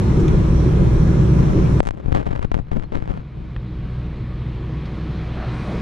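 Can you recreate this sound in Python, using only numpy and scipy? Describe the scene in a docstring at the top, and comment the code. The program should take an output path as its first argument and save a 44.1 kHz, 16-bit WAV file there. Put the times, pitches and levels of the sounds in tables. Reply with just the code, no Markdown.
"""A jet airliner's cabin, heard through the two microphones of a phone held at the window.
Filtered noise makes the airframe's rumble and the air rush; wavering sines make the engines' buzz.
Fingers rub on the case, with low surges of noise; then a grip knocks, and the cabin drops to a
muffled hum, alike in both ears. Fingers shuffle and bump (jerks and impulses ringing in the case), and
the cabin slowly opens up again, with hollow swells near the end. Small ticks and squeaks join in."""
import sys
import numpy as np
from scipy import signal
from scipy.io import wavfile

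SR = 44100
rng = np.random.default_rng(int(sys.argv[2]) if len(sys.argv) > 2 else 0)


def wrap_up_sound(samples):
    """Save the sound to the file named by the first command line argument, as 16-bit audio."""
    columns = np.atleast_2d(samples).T
    # keep every value between -1 and 1, then stretch to whole-number steps
    tamed = np.clip(columns, -1, 1)
    steps = np.round(tamed * 32767).astype(np.int16)
    wavfile.write(sys.argv[1], SR, steps)


N = 256338
TIME = np.arange(N) / SR  # seconds
GRIP_S = 1.806  # when the grip lands


def from_db(db):
    """Turn decibels into gain."""
    return 10 ** (np.asarray(db) / 20)


def rms_one(x):
    """Scale to an rms (average strength) of 1."""
    return x / np.sqrt(np.mean(x ** 2) + 1e-20)


def peak_one(x):
    """Scale to a peak of 1."""
    return x / np.abs(x).max()


def at_hz(points, hz):
    """Read a curve of (Hz, value) points on a log-frequency axis."""
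    pitches, values = np.transpose(points)
    return np.interp(np.log(hz), np.log(pitches), values)


def cut(x, hz, kind, order=2):
    """Butterworth filter: keeps the lows, the highs or a band."""
    safe_hz = np.clip(hz, 5, .45 * SR)
    return signal.sosfilt(signal.butter(order, safe_hz, kind, fs=SR, output="sos"), x + 1e-18)


def resonate(x, hz, width_hz):
    """One resonance, with a gain of 1 at its top."""
    r = np.exp(-np.pi * width_hz / SR)
    feed = np.array([1, 0, -1]) * (1 - r * r) / 2
    feedback = [1, -2 * r * np.cos(2 * np.pi * hz / SR), r * r]
    return signal.lfilter(feed, feedback, x + 1e-18)


def drift(rate):
    """Smooth chance with spread 1, changing about rate times a second."""
    # Worked out at every 40th sample; the first 2000 steps only settle the filter.
    r = np.exp(-80 * np.pi * rate / SR)
    slow = signal.lfilter([1], [1, -2 * r, r * r], rng.standard_normal(N // 40 + 2002))[2000:]
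    return np.interp(np.arange(N) / 40, np.arange(len(slow)), rms_one(slow))


def spread(pair, hz):
    """Two unrelated sounds become left and right, as alike as the cabin's field is at this pitch."""
    # Likeness of the two free microphones. Each row: pitch in Hz, correlation (1 is identical).
    likeness = [(60, 0.98), (150, 0.97), (320, 0.69), (600, 0.2), (1200, 0.091), (2300, 0.22), (3500, 0.65),
                (5500, -0.18), (12000, 0.078)]
    alike = np.clip(at_hz(likeness, hz), -.99, .99)
    difference = np.sqrt((1 - alike) / (1 + alike)) * pair[1]
    return pair[0] + difference * np.array([[1], [-1]])


def leak(hz):
    """Gain in time of what passes the hand at this pitch: it grows with the gap until fully through."""
    # What passes the gap; the bass is fully through first.
    # Each row: pitch in Hz, gain in dB at an opening of 0 dB, gain in dB when fully through.
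    passing = [(120, -4.5, -4.5), (1010, -1, 10), (3150, 5, 12.5), (8000, 1.5, 15.5)]
    # The gap under the hand, which widens on the whole. Each row: time in seconds, opening in dB.
    gap = [(1.9, -13.5), (2.04, -7), (2.62, -11), (3.25, -6.5), (3.95, 0.5), (4.35, 0.5), (4.85, 4),
           (5.4, 6.5), (5.66, 14)]
    pitches, through_db, full_db = np.transpose(passing)
    through = np.interp(np.log(hz), np.log(pitches), through_db)
    full = np.interp(np.log(hz), np.log(pitches), full_db)
    opening = np.interp(TIME, *np.transpose(gap))
    return from_db(np.minimum(opening + through, full))


def rumble():
    """Turbulence shakes the fuselage and the cabin booms in broad resonances; gives (free, covered)."""
    # Booming resonances of the cabin. Each row: pitch in Hz, width in Hz,
    # level in dB with free microphones (before spread), level in dB when covered (before leak).
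    booms = [(34.3, 23, -22.5, -31.5), (68.1, 25.4, -26.5, -37.5), (118, 43.2, -19, -28.5),
             (153.4, 31.6, -20.5, -30.5), (200.7, 80, -25.5, -35), (318.7, 34.7, -31, -43.5),
             (379, 102, -34, -47.5)]
    free, covered = 0, 0
    for hz, width_hz, free_db, covered_db in booms:
        shake = rng.standard_normal((2, N + SR // 2))  # the extra half second settles the filter
        band = cut(shake, [hz - width_hz / 2, hz + width_hz / 2], "band")
        pair = rms_one(band[:, -N:])
        free = free + from_db(free_db) * spread(pair, hz)
        covered = covered + from_db(covered_db) * pair[0] * leak(hz)
    return free, covered


def air_rush(flutter_db=1.05, open_db=-36.5, covered_db=-45.88):
    """Air along the skin and from the vents, fluttering slightly in every band; gives (free, covered)."""
    # Colour of the rush with free microphones. Each row: pitch in Hz, relative level in dB per Hz.
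    open_colour = [(450, 1), (700, -10.5), (1000, -7), (1400, -12.5), (1750, -17.5), (2000, -17),
                   (2500, -19), (3000, -24), (3900, -23.5), (4700, -33), (5600, -27), (7500, -35),
                   (10500, -40.5), (14500, -63)]
    # Its colour when covered, before leak. Each row: pitch in Hz, relative level in dB per Hz.
    covered_colour = [(450, 6), (650, -1), (850, -6), (1050, -2), (1500, -10.5), (2300, -12.5),
                      (2900, -19.5), (3900, -20), (4700, -27.5), (5800, -34), (8000, -42.5), (10000, -45),
                      (12000, -61.5), (14500, -88.5)]
    edges = np.geomspace(430, 15000, 21)  # Hz
    centres = np.sqrt(edges[1:] * edges[:-1])
    white = rng.standard_normal((2, 2, N))
    free_gain = from_db(at_hz(open_colour, centres)) * np.sqrt(np.diff(edges))
    covered_gain = from_db(at_hz(covered_colour, centres)) * np.sqrt(np.diff(edges))
    free, covered = 0, 0
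    for k, hz in enumerate(centres):
        band = rms_one(cut(white[k % 2], edges[k:k + 2], "band", order=3))
        pair = band * from_db(flutter_db * drift(5.8))
        free = free + free_gain[k] * spread(pair, hz)
        covered = covered + covered_gain[k] * pair[0] * leak(hz)
    free = from_db(open_db) * free / np.linalg.norm(free_gain)
    covered = from_db(covered_db) * covered / np.linalg.norm(covered_gain)
    return free, covered


def engines(shaft_hz=61.97, waver_db=3.5, wander=0.000443, phase_blur=0.51, steady_hz=100):
    """Uneven fan blades buzz on multiples of the shaft rate; high tones waver most; gives (free, covered)."""
    # Engine tones. Each row: multiple of the shaft rate, level in dB with free microphones
    # (before spread), level in dB when covered (before leak).
    tones = [(1, -20.5, -26.5), (2, -29.5, -28.5), (3, -30, -40), (5, -38, -47.5), (6, -34, -51),
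             (7, -42.5, -54.5), (9, -45.5, -63), (10, -49, -70), (12, -56, -59.5), (15, -61, -66.5),
             (16, -54.5, -65.5), (18, -57, -63), (20, -63, -72.5), (21, -58.5, -68.5), (23, -67, -71),
             (26, -62.5, -70.5), (27, -58, -74.5), (47, -79, -85.5), (51, -78, -85.5), (53, -66, -77)]
    turn = 2 * np.pi * np.cumsum(shaft_hz * (1 + wander * drift(0.71))) / SR
    free, covered = 0, 0
    for multiple, free_db, covered_db in tones:
        hz = round(multiple) * shaft_hz
        unrest = hz / (hz + steady_hz)  # high tones get unsteady on their way in
        phase = round(multiple) * turn + unrest * phase_blur * drift(1.94)
        waver = from_db(unrest * waver_db * drift(7.0))
        pair = np.sqrt(2) * waver * np.sin([phase, phase + 2 * drift(0.79)])
        free = free + from_db(free_db) * spread(pair, hz)
        covered = covered + from_db(covered_db) * pair[0] * leak(hz)
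    return free, covered


def case(force, ring_hz=680, width_hz=750, soft_hz=600):
    """The phone's case answers a soft fingertip with one heavily damped resonance."""
    return cut(resonate(force, ring_hz, width_hz), soft_hz, "low", order=1)


def port(force, low_hz, high_hz, skin_hz):
    """Skin pumps the air in the microphone port: a slow, dull push."""
    slow = cut(force, high_hz, "low", order=1)
    dull = cut(slow, skin_hz, "low")
    return -cut(dull, low_hz, "high")


def crackle(force, creak_db=-28, relax_s=0.07, crisp_db=-54.5, hz=6800, width_hz=3000):
    """Dry skin snaps brightly on the case, most of all from the squeeze until the new grip relaxes."""
    squeeze = (TIME > GRIP_S) * np.exp(-np.abs(TIME - GRIP_S) / relax_s)
    gain = from_db(crisp_db) + from_db(creak_db) * squeeze
    return -gain * resonate(force, hz, width_hz)


def rubs(slips_per_s=1000, size_db=5.4, hiss=0.04, pressure_db=2.5, attack_s=0.0073, release_s=0.031):
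    """Skin sticks and slips in uneven jerks under a wavering pressure; gives (case, push)."""
    # Finger strokes on the case. Each row: start in seconds, end in seconds,
    # scrape level in dB (before the filters in handling), pitch of the scrape in Hz.
    strokes = [(0.146, 0.495, -40.5, 680), (0.78, 0.906, -37, 600), (1.177, 1.222, -36, 600),
               (1.387, 1.706, -36, 640), (1.83, 1.834, -30, 560), (1.86, 1.87, -33, 520),
               (1.935, 2.052, -43, 510), (2.053, 2.113, -38, 520), (2.141, 2.186, -25, 620),
               (2.193, 2.242, -33, 580), (2.257, 2.384, -34.5, 615), (2.41, 2.451, -33.5, 680),
               (2.555, 2.613, -36, 522), (2.643, 2.71, -55, 900), (2.713, 2.743, -35, 690),
               (2.755, 2.798, -33, 453), (2.809, 2.855, -45, 680), (2.853, 2.93, -63, 900),
               (2.922, 2.947, -35, 680), (2.945, 2.983, -34, 670), (2.99, 3.067, -47, 804),
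               (3.083, 3.13, -36, 654), (3.14, 3.224, -45, 750), (3.328, 3.498, -52.5, 550),
               (3.841, 3.858, -47, 560)]
    usual_scrape_db, usual_push_db = -33.5, -21.5
    push_slope = 0.78  # dB more push per dB of scrape
    sizes = from_db(size_db * np.minimum(rng.exponential(1, N), 3))
    slips = (rng.random(N) < slips_per_s / SR) * rng.choice([-1, 1], N) * sizes
    force = (slips + hiss * rng.standard_normal(N)) * from_db(pressure_db * drift(83))
    snaps = crackle(force)
    pumping = port(force, low_hz=28, high_hz=78.5, skin_hz=460)
    out = np.zeros((2, N))
    for start, end, scrape_db, hz in strokes:
        scrape = case(force, hz, 1.22 * hz, hz) + snaps  # a lower pitch is also duller
        paths = np.array([scrape, pumping])
        push_db = usual_push_db + push_slope * (scrape_db - usual_scrape_db)
        fade = np.minimum((TIME - start) / attack_s, (end - TIME) / release_s)
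        stroke = np.clip(fade + .5, 0, 1)
        strength = np.sqrt(paths ** 2 @ stroke ** 2 / (abs(end - start) * SR + 1) + 1e-20)
        gains = from_db([scrape_db, push_db]) / strength
        out += paths * stroke * gains[:, None]
    return out


def swells(sharpness=6.4):
    """Bands of noise rise and fall: low surges as fingers rub early on, hollow swells near the end."""
    # Each row: middle in seconds, half length in seconds, pitch in Hz, level at the top in dB.
    surges = [(0.206, 0.056, 339, -20.5), (0.342, 0.014, 400, -20), (0.652, 0.047, 330, -20.5),
              (0.815, 0.041, 357, -23.5), (1.406, 0.0095, 486, -41), (1.572, 0.032, 344, -18.5),
              (5.412, 0.055, 690, -37.5), (5.418, 0.054, 1400, -41.5), (5.706, 0.043, 656, -36),
              (5.723, 0.18, 206, -30.5), (5.744, 0.029, 397, -29), (5.724, 0.05, 1060, -47)]
    out = 0
    for s, half_s, hz, level_db in surges:
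        edges = [hz - hz / sharpness, hz + hz / sharpness]
        band = rms_one(cut(rng.standard_normal(N), edges, "band"))
        out = out + from_db(level_db) * band * np.exp(-((TIME - s) / half_s) ** 2)
    return out


def ticks(top_ratio=1.2, thud_s=3.5645, thud_db=-18):
    """Plastic trim ticks: a short rattle rings in one broad resonance; one low thud joins them."""
    # Ticks of cabin fittings. Each row: time in seconds, half of the peak in dB, pitch in Hz,
    # time in seconds for the rattle to fade by 60 dB.
    fittings = [(0.2, -46, 5900, 0.12), (0.281, -33, 2900, .035), (0.281, -41, 6000, .03),
                (3.5632, -32, 2000, 0.01), (4.855, -45, 4300, 0.06)]
    out = np.zeros(N)
    age = np.arange(SR // 4) / SR
    for s, level_db, hz, t60 in fittings:
        rattle = rng.standard_normal(len(age)) * np.exp(-np.log(1000) * age / t60)
        burst = cut(resonate(rattle, hz, hz / 2), top_ratio * hz, "low", order=4)
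        start = int(s * SR)
        out[start:start + len(age)] += from_db(level_db) * peak_one(burst) * 2
    blow = signal.unit_impulse(N, int(thud_s * SR))
    thud = cut(resonate(blow, hz=48, width_hz=16), 500, "low", order=1)
    return out + from_db(thud_db) * peak_one(thud)


def squeak(waver=.008):
    """Sliding skin now and then gives a thin, brief squeak, slightly unsteady in pitch."""
    # Each row: middle in seconds, half length in seconds, pitch in Hz, level at the top in dB.
    squeaks = [(1.7995, 0.005, 7950, -47), (2.849, 0.013, 4210, -59)]
    turn = 2 * np.pi * np.cumsum(1 + waver * drift(60)) / SR
    out = 0
    for s, half_s, hz, level_db in squeaks:
        out = out + from_db(level_db) * np.sin(hz * turn) * np.exp(-((TIME - s) / half_s) ** 2)
    return out


def grip_thud(left_db=3.0, left_hz=440, right_db=-2.0, right_hz=760, snap_db=-16, push_db=-7.0):
    """A soft pad flexes the case, lower on the left, with a dry snap; it seals the left port with a pop."""
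    pad_hz, snap_hz, seal_s = 2200, 2500, 0.002
    force = signal.unit_impulse(N, int((GRIP_S - .0020) * SR))
    left = peak_one(cut(case(force, left_hz, left_hz, left_hz), pad_hz, "low"))
    right = peak_one(cut(case(force, right_hz, right_hz, right_hz), pad_hz, "low"))
    snap = peak_one(cut(resonate(force, snap_hz, snap_hz), 1.5 * snap_hz, "low", order=4))
    seal = np.roll(force, int(seal_s * SR))  # just after the touch
    pop = peak_one(port(seal, low_hz=14, high_hz=35, skin_hz=260))
    left_ear = from_db(push_db) * pop - from_db(left_db) * left
    right_ear = from_db(right_db) * right
    return np.array([left_ear, right_ear]) - from_db(snap_db) * snap


def bump_port(force):
    """A whole fingertip presses slowly on the port."""
    return port(force, low_hz=9.6, high_hz=28, skin_hz=335)


def knocks(skid_s=0.003, skid_share=0.23, damping=1.3):
    """Each bump knocks the case, skids once and pushes on the port; gives (case, push)."""
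    # Fingers bump and catch on the case. Each row: time in seconds, knock level in dB,
    # low push level in dB (both before the trims in handling), pitch of the knock in Hz.
    bumps = [(1.8375, -22, -32, 550), (1.853, -18, -25, 700), (1.861, -19, -29, 600),
             (1.8714, -6.5, -15, 580), (1.8765, -10, -16, 550), (1.8886, -7, -18, 580),
             (1.9086, -10, -14, 580), (2.0599, -17, -10, 420.0), (2.083, -22, -7, 500.0),
             (2.1209, -8, -8, 350.0), (2.1259, -7.5, -5, 700.0), (2.1493, -4, -12, 500.0),
             (2.1618, -4.5, -13, 350.0), (2.1728, -16, -18, 700.0), (2.1793, -14, -14, 500.0),
             (2.189, -13, -14, 350.0), (2.1946, -15, -19, 350.0), (2.209, -18.0, -26, 420.0),
             (2.2653, -14, -9, 500.0), (2.269, -9.5, -14, 420.0), (2.275, -13, -13, 420.0),
             (2.2893, -28, -20, 350.0), (2.3109, -19, -16, 350.0), (2.3187, -19, -29, 600.0),
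             (2.333, -14, -13.5, 350.0), (2.361, -11, -17, 450.0), (2.378, -20, -40, 420.0),
             (2.3934, -13.5, -10.5, 500.0), (2.4243, -23, -22, 350.0), (2.447, -12.5, -13, 450),
             (2.45, -13, -5, 500.0), (2.5165, -5.5, -9.5, 420.0), (2.5195, -11.5, -19, 600),
             (2.5434, -5.5, -8.5, 597), (2.5505, -11, -12, 503), (2.5674, -18, -9, 350.0),
             (2.5784, -16.5, -20, 500.0), (2.599, -22, -10, 350.0), (2.7166, -13.5, -8.5, 450),
             (2.729, -25, -10.5, 500.0), (2.7338, -19, -28, 420.0), (2.742, -20, -16, 350.0),
             (2.761, -25, -24, 350.0), (2.766, -21, -12.5, 350.0), (2.771, -15, -14, 350.0),
             (2.7787, -29, -10.5, 350.0), (2.798, -19, -17, 850), (2.8255, -20, -34, 700.0),
             (2.8356, -21, -29, 700.0), (2.8406, -19.5, -21, 420.0), (2.9217, -15.5, -13.5, 420.0),
             (2.952, -18, -15, 850.0), (2.9547, -9.5, -12, 700.0), (2.966, -14, -14, 350.0),
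             (2.9728, -18, -17, 500.0), (3.024, -14.5, -12.5, 500.0), (3.0398, -23.0, -29, 503),
             (3.057, -22, -29, 500.0), (3.0766, -14.5, -24, 420.0), (3.084, -24, -29.0, 420.0),
             (3.096, -24, -16, 420.0), (3.0999, -27, -14.5, 350.0), (3.1066, -20, -15.5, 350.0),
             (3.117, -24, -30.0, 420.0), (3.1744, -17.5, -20, 420.0)]
    chance = rng.random((len(bumps), 3))
    click = signal.unit_impulse(SR // 10)
    body, snaps, presses = np.zeros((3, N))
    for (s, knock_db, push_db, hz), (turn, delay, skid_turn) in zip(bumps, chance):
        at, sign = int(s * SR), np.sign(turn - .5)
        colour = hz, damping * hz, hz  # a lower pitch is also duller
        skid = np.roll(click, int((1 + delay) / 2 * skid_s * SR))
        blow = sign * click + skid_share * np.sign(skid_turn - .5) * skid
        knock = case(blow, *colour) / np.abs(case(click, *colour)).max()
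        body[at:at + len(click)] += from_db(knock_db) * knock
        snaps[at] = sign * from_db(knock_db)
        presses[at] = sign * from_db(push_db)
    body = body + crackle(snaps) / np.abs(case(click)).max()
    push = bump_port(presses) / np.abs(bump_port(click)).max()
    return body, push


def handling(gripped, knock_db=-3.0, bump_push_db=1.5, rub_push_db=-1.5, loose_push_db=-3.0):
    """The flexing case drives the microphones in opposite senses; the grip shields the right port."""
    (knock, bump), (scrape, slide) = knocks(), rubs()
    body = cut(from_db(knock_db) * knock + scrape, 10800, "low", order=5)
    slide_db = rub_push_db + (1.0 - gripped) * loose_push_db  # strokes push harder under the grip
    push = from_db(bump_push_db) * bump + from_db(slide_db) * slide
    far = cut(body + (1 - gripped) * push, 3300, "low", order=3)  # the far microphone is duller
    return np.array([body + push, -far])


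def scene():
    """The cabin is wide until the grip lands, then muffled and alike in both ears."""
    gripped = np.clip((TIME - GRIP_S) / .004 + .5, 0, 1)
    free, covered = (sum(parts) for parts in zip(rumble(), air_rush(), engines()))
    cabin = (1 - gripped) * free + gripped * covered
    return cabin + swells() + ticks() + squeak() + grip_thud() + handling(gripped)


def record(dry, cutoff_hz=14500):
    """Peaks beyond full scale overload the input and are clipped; the top of the treble is cut."""
    clipped = np.clip(dry, -1, 1)
    return signal.sosfilt(signal.cheby2(12, 60, cutoff_hz, fs=SR, output="sos"), clipped)


dry = scene()
out = record(dry)
wrap_up_sound(out)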